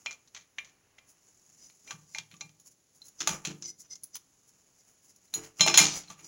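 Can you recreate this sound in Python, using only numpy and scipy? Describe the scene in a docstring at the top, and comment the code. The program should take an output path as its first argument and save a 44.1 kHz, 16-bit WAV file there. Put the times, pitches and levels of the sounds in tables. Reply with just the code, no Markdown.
"""Fitting a clutch puller

Gloved hands fit a steel puller cup to a clutch on a sheet-steel lift in a small, quiet workshop.
Sleeves rustle, the screw clicks and scrapes in its thread, the cup clinks and rings, the lift thumps.
A phone microphone with a strong treble peak and a noise suppressor listens from close by."""
import sys
import numpy as np
from scipy import signal
from scipy.io import wavfile
from scipy.ndimage import uniform_filter1d

SR = 44100
rng = np.random.default_rng(int(sys.argv[2]) if len(sys.argv) > 2 else 0)


def wav_record(signal):
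    """Record a signal, one row per channel, as 16-bit PCM in the file named by sys.argv[1]."""
    frames = np.transpose(np.atleast_2d(signal))
    bounded = np.clip(frames, -1, 1)
    # unit amplitude maps onto the largest positive 16-bit level
    quanta = np.round(bounded * 32767).astype(np.int16)
    wavfile.write(sys.argv[1], SR, quanta)


N = 276507


def amp(db):
    return 10 ** (np.asarray(db) / 20)


def unit_rms(x):
    return x / np.sqrt(np.mean(x ** 2) + 1e-20)


def curve_at(points, hz):
    f, value = np.transpose(points)
    return np.interp(np.log(hz + 1), np.log(f + 1), value)


def add(mix, start_s, sound):
    part = mix[round(start_s * SR):][:len(sound)]
    part += sound[:len(part)]


def equalise(x, points):
    """Minimum-phase EQ through points of f/Hz, gain/dB."""
    log_gain = np.log(amp(curve_at(points, abs(np.fft.fftfreq(4096, 1 / SR)))))
    taps = np.fft.ifft(np.exp(np.conj(signal.hilbert(log_gain)))).real[:2048]
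    return signal.oaconvolve(x, taps)[:len(x)]


def resonate(x, modes):
    """Parallel resonators: f/Hz, width/Hz, gain/dB."""
    return sum(amp(db) * signal.lfilter(*signal.iirpeak(hz, hz / width, SR), x)
               for hz, width, db in modes)


def grit(count, depth_db, hold):
    """Noise whose level jumps every `hold` samples, as slips and bounces differ in size."""
    jumps = amp(depth_db * rng.standard_normal(count // hold + 1).clip(-2, 2)).repeat(hold)[:count]
    return unit_rms(rng.standard_normal(count) * jumps)


def room_tone():
    """A steady, bass-heavy bed of noise."""
    # spectrum of the workshop air: f/Hz, gain/dB
    spectrum = [(25, -2), (80, 15.5), (160, 16.5), (400, 11), (1000, 2), (3000, 0), (16000, 6)]
    return unit_rms(equalise(rng.standard_normal(N), spectrum))


def workshop_reverb(x):
    """Sparse echoes of random sign, the treble dying first."""
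    # decay of the room: f/Hz, t60/s
    decay = [(150, 0.7), (1000, 0.48), (4000, 0.26), (12000, 0.2)]
    echoes = np.zeros(SR)
    slots = np.arange(300, SR - 20, 20)
    echoes[slots + rng.integers(0, 20, len(slots))] = rng.choice([-1., 1.], len(slots))
    hz, t, bands = signal.stft(echoes, SR, nperseg=256)
    tail = signal.istft(bands * amp(-60 * t / curve_at(decay, hz)[:, None]), SR, nperseg=256)[1]
    return signal.fftconvolve(x, tail / np.linalg.norm(tail))[:N]


def friction(count, dull_db, sharp_db, grind):
    """Fine slips: plain hiss from cloth and rubber, or pitched by the screw thread."""
    # resonances of the thread: f/Hz, width/Hz, gain/dB
    thread_modes = [(2107, 20, -2), (5120, 98, 6), (6010, 110, 7.5)]
    slips = grit(count, depth_db=2.68, hold=128)
    thread = resonate(slips, thread_modes)
    bright = equalise(slips, [(2500, -35), (5000, -1.5), (7500, 7), (10000, sharp_db)])
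    dull = equalise(slips, [(200, -1.5), (800, -0.5), (3000, -3), (5000, -51.5)])
    return 1.12 * (1 - grind) * bright + 5.65 * grind * thread + amp(dull_db) * dull


def cloth_rustle():
    """Sleeves and gloves rub softly all the time."""
    # movement of the cloth: t/s, level/dB, dull part/dB
    moves = [(0, -51, 0.5), (.2, -61, 5), (.9, -67, 18), (1.3, -54.5, -0.5), (1.7, -51, -6),
             (2.1, -56.5, -14), (2.9, -61.5, -1), (3.4, -51, 4), (3.75, -61.5, -14), (4.3, -56.5, 0.5),
             (5.3, -57, 1.5), (6.27, -79, -7)]
    times, level_db, dull_db = np.transpose(moves)
    t = np.arange(N) / SR
    hiss = friction(N, np.interp(t, times, dull_db), sharp_db=0, grind=0)
    return amp(np.interp(t, times, level_db)) * hiss


def lift_thump(boom_hz, t60_s=0.37, attack_s=0.0063):
    """The heavy sheet takes a moment to swing up and booms briefly, each time a little differently."""
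    # modes of the sheet: f/Hz, level/dB
    sheet_modes = [(108, -0.5), (151, 6), (176, 4.5), (205, -2), (255, -11.5), (295, -1), (340, 0.5),
                   (385, -8.5), (440, 0.5)]
    t = np.arange(SR // 2) / SR
    hz, db = np.transpose(sheet_modes)[:, :, None]
    detune, phase = rng.random((2, *hz.shape))
    db = db - 12 * abs(np.log2(hz / boom_hz))
    modes = amp(db) * np.sin(2 * np.pi * (hz * (1 + (detune - .5) / 45) * t + phase))
    return modes.sum(0) * (1 - np.exp(-t / attack_s)) * amp(-60 * t / t60_s)


def scrape_or_tail(dull_db, grind, length_s, lead_s, rise_share=0.49):
    """A swell of rough hiss peaking at lead_s: a short scrape or a clink's tail; grind dulls its top."""
    t = np.arange(SR // 3) / SR - lead_s
    width_s = length_s * np.where(t < 0, rise_share, 1 - rise_share)
    swell = np.exp(-(t / width_s) ** 2)
    return swell * friction(len(t), dull_db, sharp_db=7 - 36.5 * grind, grind=grind)


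def cup_ring(t, blow_db, ring_hz, attack_s=0.00072):
    """The struck cup rings in the glove; harder blows ring longer and wake modes far from ring_hz."""
    # modes of the steel cup: f/Hz, level/dB, t60/s
    cup_modes = [(640.7, -3.5, 0.13), (809, -17.5, 0.34), (877, -8, 0.33), (1169, -11.5, 0.45),
                 (1556, -11.5, 0.089), (2135, -6, 0.054), (2389, -13, 0.35), (2374, -18.5, 0.32),
                 (2718, -16.5, 0.26), (3140, -13.5, 0.1), (3670, -10, 0.069), (4100, 0, 0.13),
                 (5285, -8.5, 0.32), (6190, -60, 0.11), (5710, -26, .15), (6400, -19, 0.16),
                 (6760, -15, 0.066), (6900, -15, 0.35), (6800, 0.5, 0.17), (8454, -6, 0.56),
                 (9540, -15, 0.12), (10850, -10, 0.22), (12360, -6.5, 0.1)]
    hz, mode_db, t60 = np.transpose(cup_modes)[:, :, None]
    reach_octaves = 0.077 + 1.13 * amp(0.56 * blow_db)
    spot_db = -6 * abs(np.log2(hz / ring_hz)) / reach_octaves + 2.27 * rng.standard_normal(hz.shape)
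    gripped_t60 = t60 * 1.086 * 2 ** (blow_db / 26.5)
    # loose contact makes each mode waver
    waver = unit_rms(uniform_filter1d(rng.standard_normal((len(hz), len(t) // 128 + 1)), size=3))
    chatter_db = 2.94 * uniform_filter1d(waver.repeat(128, 1), size=128)[:, :len(t)]
    envelopes = amp(mode_db + spot_db + chatter_db - 60 * t / gripped_t60)
    modes = envelopes * np.sin(2 * np.pi * (hz * t + rng.random(hz.shape)))
    return modes.sum(0) * np.minimum(t / attack_s, 1) * (1 - t / t[-1])


def steel_clink(db, body_db, sharp_db, rattle_s, ring_db, ring_hz, touch_s=0.003):
    """A crack and a short rattle sound in the hollow clutch; the first touch sets the cup ringing."""
    # air and walls of the clutch: f/Hz, width/Hz, gain/dB
    clutch_modes = [(740, 440, -12), (2315, 57, -3), (2530, 380, -2), (4220, 290, -0.5), (6073, 292, -1)]
    t = np.arange(SR // 2) / SR
    touch = rng.standard_normal(len(t)) * np.exp(-t / touch_s)
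    rattle = 0.83 * grit(len(t), depth_db=5.5, hold=64) * np.exp(-t / rattle_s)
    low_db = -9 + 0.42 * body_db
    colour = [(250, low_db - 6.5), (700, low_db + 9), (1300, low_db + 13), (2300, body_db + 8),
              (3400, body_db / 2 + 9.5), (4800, -1.5), (6000, 2.5), (7500, 2), (10000, sharp_db + 18)]
    crack = equalise(touch + rattle, colour)
    hollow = resonate(crack, clutch_modes + [(ring_hz, 350, 3)])  # plus the struck spot's own note
    ring = amp(ring_db) * cup_ring(t, db, ring_hz)
    return amp(db) * (0.5 * crack + 0.42 * hollow + 1.456 * ring)


def scene():
    """Close handling sounds over workshop reverb and room tone."""
    # steel on steel: t/s, level/dB, hollow body/dB, sharp edge/dB, rattle/s, ring/dB, ring centre/Hz
    clinks = [(0.0608, -21, -3, -67, 0.0034, -7.5, 2300), (0.068, -38.5, 16, -48, 0.0057, 10.5, 2340),
              (0.1092, -25.5, -15, -51, 0.016, -5.5, 1960), (0.2754, -36.5, -23, -62, 0.01, -20, 3970),
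              (0.347, -31.5, -9, -37, 0.016, -21, 2400), (0.3645, -29, -7, -45, 0.025, -1.5, 2000),
              (0.41, -38, -24, -37, .008, -32, 2100), (0.5839, -28, 10, -56, 0.0057, 1, 2270),
              (0.646, -35.5, -11.5, -37, 0.036, -27, 2400), (.9835, -40, 4.5, -70, 0.0094, 8, 2160),
              (1.699, -39.5, -3, -15, 0.008, -12, 4080), (1.876, -38.5, -15, -36, .006, 10.5, 2390),
              (1.9078, -22.5, -4, -26, 0.011, -5, 1514), (2.148, -27.5, -22, -37, 0.025, 4.5, 2100),
              (2.157, -39.5, -5, -40, 0.0091, 6.5, 820), (2.185, -21.5, -4.5, -26.5, 0.0072, -39, 4160),
              (2.228, -61, -17, -28, .005, -14, 4100), (2.3135, -40, 5.5, -17, 0.014, -1.5, 4080),
              (2.34, -41, 5, -14, 0.0065, -1, 1190), (2.366, -34.5, -30, -45, 0.0035, -27, 6850),
              (2.4088, -22, -19, -55, 0.0077, -8.5, 2380), (2.412, -40, -10, -40, 0.0073, 8, 810),
              (2.493, -40.5, -9, -26, .005, -29, 2400), (2.599, -40, -25, -8.5, 0.015, -9.5, 6860),
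              (3.018, -46, -36, -9, 0.0061, 15, 4080), (3.083, -34.5, -30, -5.5, 0.0058, -19, 6900),
              (3.2048, -19, -6.5, -28, 0.026, -32, 5230), (3.2735, -7.5, -13, -20.5, 0.015, -13.5, 1204),
              (3.45, -17.5, -9.5, -25, 0.024, -14.5, 2740), (3.6236, -22.5, -22, -56, .0055, -19.5, 5300),
              (3.9546, -28.5, -31, -26, 0.0079, -25, 5340), (4.035, -31, -47, -3, 0.014, -34, 10000),
              (4.1554, -26, -13, -6.5, 0.0092, -40, 6000), (5.162, -38.5, -45, -11, 0.0057, -25, 6740),
              (5.28, -57.5, -18, -25, .005, 3, 4230), (5.3387, -26, -8.5, -18, 0.0034, -6, 3960),
              (5.34, -24, -22, -8, 0.022, -4.5, 7000), (5.436, -31, -24, -16, 0.025, -12, 3940),
              (5.5958, -23, -4, -30, 0.021, 1, 2450), (5.6078, -6.5, -7.5, -26, .013, -3.5, 3430),
              (5.663, -14, -6, -17.5, 0.024, -3.5, 820), (5.6754, -12, -5.5, -32, 0.031, -0.5, 2500),
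              (5.7412, -7, -5.5, -29, 0.015, -11.5, 3330), (5.7743, -0.5, -8.5, -15, 0.025, -11.5, 7400),
              (5.7891, -3.5, -4.5, -44, 0.0091, -10, 2440), (5.8144, -11, -9.5, -36, 0.08, -9.5, 4480),
              (6.082, -46, -4, -33, .012, 10, 4030), (6.1013, -25.5, -7, -35, 0.021, -8.5, 1170),
              (6.193, -36, -10, -30, 0.019, 2, 2430)]
    # short scrapes and the rough, hissing tails of clinks:
    # peak t/s, level/dB, dull part/dB, grinding share/0-1, length/s
    scrapes_and_tails = [(1.102, -49.5, -24, 0, 0.057), (1.634, -46.5, -7, 0.38, 0.096),
                         (1.886, -43, 1.5, 0.34, 0.068), (2.131, -44.5, -12, 0.26, 0.099),
                         (2.669, -44, -11, 0.09, 0.04), (2.72, -50, -23, 0, 0.02),
                         (2.962, -53, -9, 0, 0.057), (3.061, -44, -10, 0, 0.029),
                         (3.203, -40.5, -13, .73, 0.03), (3.328, -32, 4, 0.24, 0.086),
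                         (3.503, -45, 12, 0.3, 0.04), (3.653, -39, -5, 1, 0.027),
                         (3.688, -34.5, -42, 0.37, 0.048), (3.808, -37.5, -28, 0.16, 0.038),
                         (3.851, -55.5, 8.5, 0.94, 0.032), (3.924, -37.5, -33, 0.56, 0.039),
                         (4.156, -35.5, -17, 0.39, 0.034), (4.49, -52, -19, 0, 0.035),
                         (4.8, -49.5, -30, 0.24, .05), (4.895, -53.5, 3, .03, 0.08),
                         (5.046, -51, -19, 0, 0.045), (5.098, -43, -30, 0.19, 0.036),
                         (5.251, -52, 1, 0, 0.02), (5.37, -41, 8, 0.24, 0.064),
                         (5.445, -44.5, 7.5, 0.17, .12), (5.59, -40.5, -3, 0.23, 0.054),
                         (5.93, -30, 0, 0.38, 0.14), (5.972, -27.5, -3.5, 0.19, 0.073),
                         (6.111, -38, 3.5, 0.18, 0.052), (6.203, -48, 10.5, 0.05, 0.066),
                         (6.256, -33.5, -7, 0.28, 0.045)]
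    # the lift shakes: t/s, level/dB, boom centre/Hz
    thumps = [(1.927, -44, 135), (2.19, -47.5, 107), (2.326, -50.5, 188), (2.43, -47, 138),
              (3.207, -42, 310), (3.29, -35, 214), (3.471, -32.5, 228), (3.575, -48.5, 320),
              (5.358, -37.5, 410), (5.37, -45.5, 109), (5.6, -30.5, 195), (5.668, -28, 376),
              (5.8, -24.5, 239), (6.098, -46.5, 170), (6.211, -46.5, 300)]
    lead_s = 0.1
    near = cloth_rustle()
    for start_s, *blow in clinks:
        add(near, start_s, steel_clink(*blow))
    for peak_s, db, *shape in scrapes_and_tails:
        add(near, peak_s - lead_s, amp(db) * scrape_or_tail(*shape, lead_s))
    for start_s, db, boom_hz in thumps:
        add(near, start_s, amp(db) * lift_thump(boom_hz))
    air = amp(-54) * room_tone()
    return (near + amp(-10.5) * workshop_reverb(near) + air)[None]


def noise_suppressor(x, open_db=-51, under_db=12, memory_s=0.23, slope=0.8, floor_db=-11):
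    """Turns quiet passages down; a loud knock lifts the threshold, so echo tails end early."""
    power = abs(uniform_filter1d(x ** 2, size=800)) + 1e-20
    pole = np.exp(-1 / (memory_s * SR))
    recent_power = abs(signal.lfilter([1 - pole], [1, -pole], power))
    threshold = amp(open_db) ** 2 + recent_power / amp(under_db) ** 2
    return x * amp(floor_db / (1 + (power / threshold) ** slope))


def record(dry):
    """Microphone colour, noise suppressor, soft overload on the loudest knocks, band limit."""
    # microphone in its port: f/Hz, gain/dB
    port = [(1000, -5.5), (3000, -5.5), (5000, -4), (6900, 2), (7500, -10), (8500, -20.5), (10400, -5),
            (11800, -17), (13200, -21), (15000, -16), (15800, -8.5), (16200, -30)]
    ceiling, cutoff_hz = 0.95, 16750
    heard = noise_suppressor(equalise(dry[0], port))
    heard = ceiling * np.tanh(heard / ceiling)
    lowpass = signal.firwin(511, cutoff_hz, window=("kaiser", 9), fs=SR)
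    return signal.oaconvolve(heard, lowpass, "same")[None]


dry = scene()
out = record(dry)
wav_record(out)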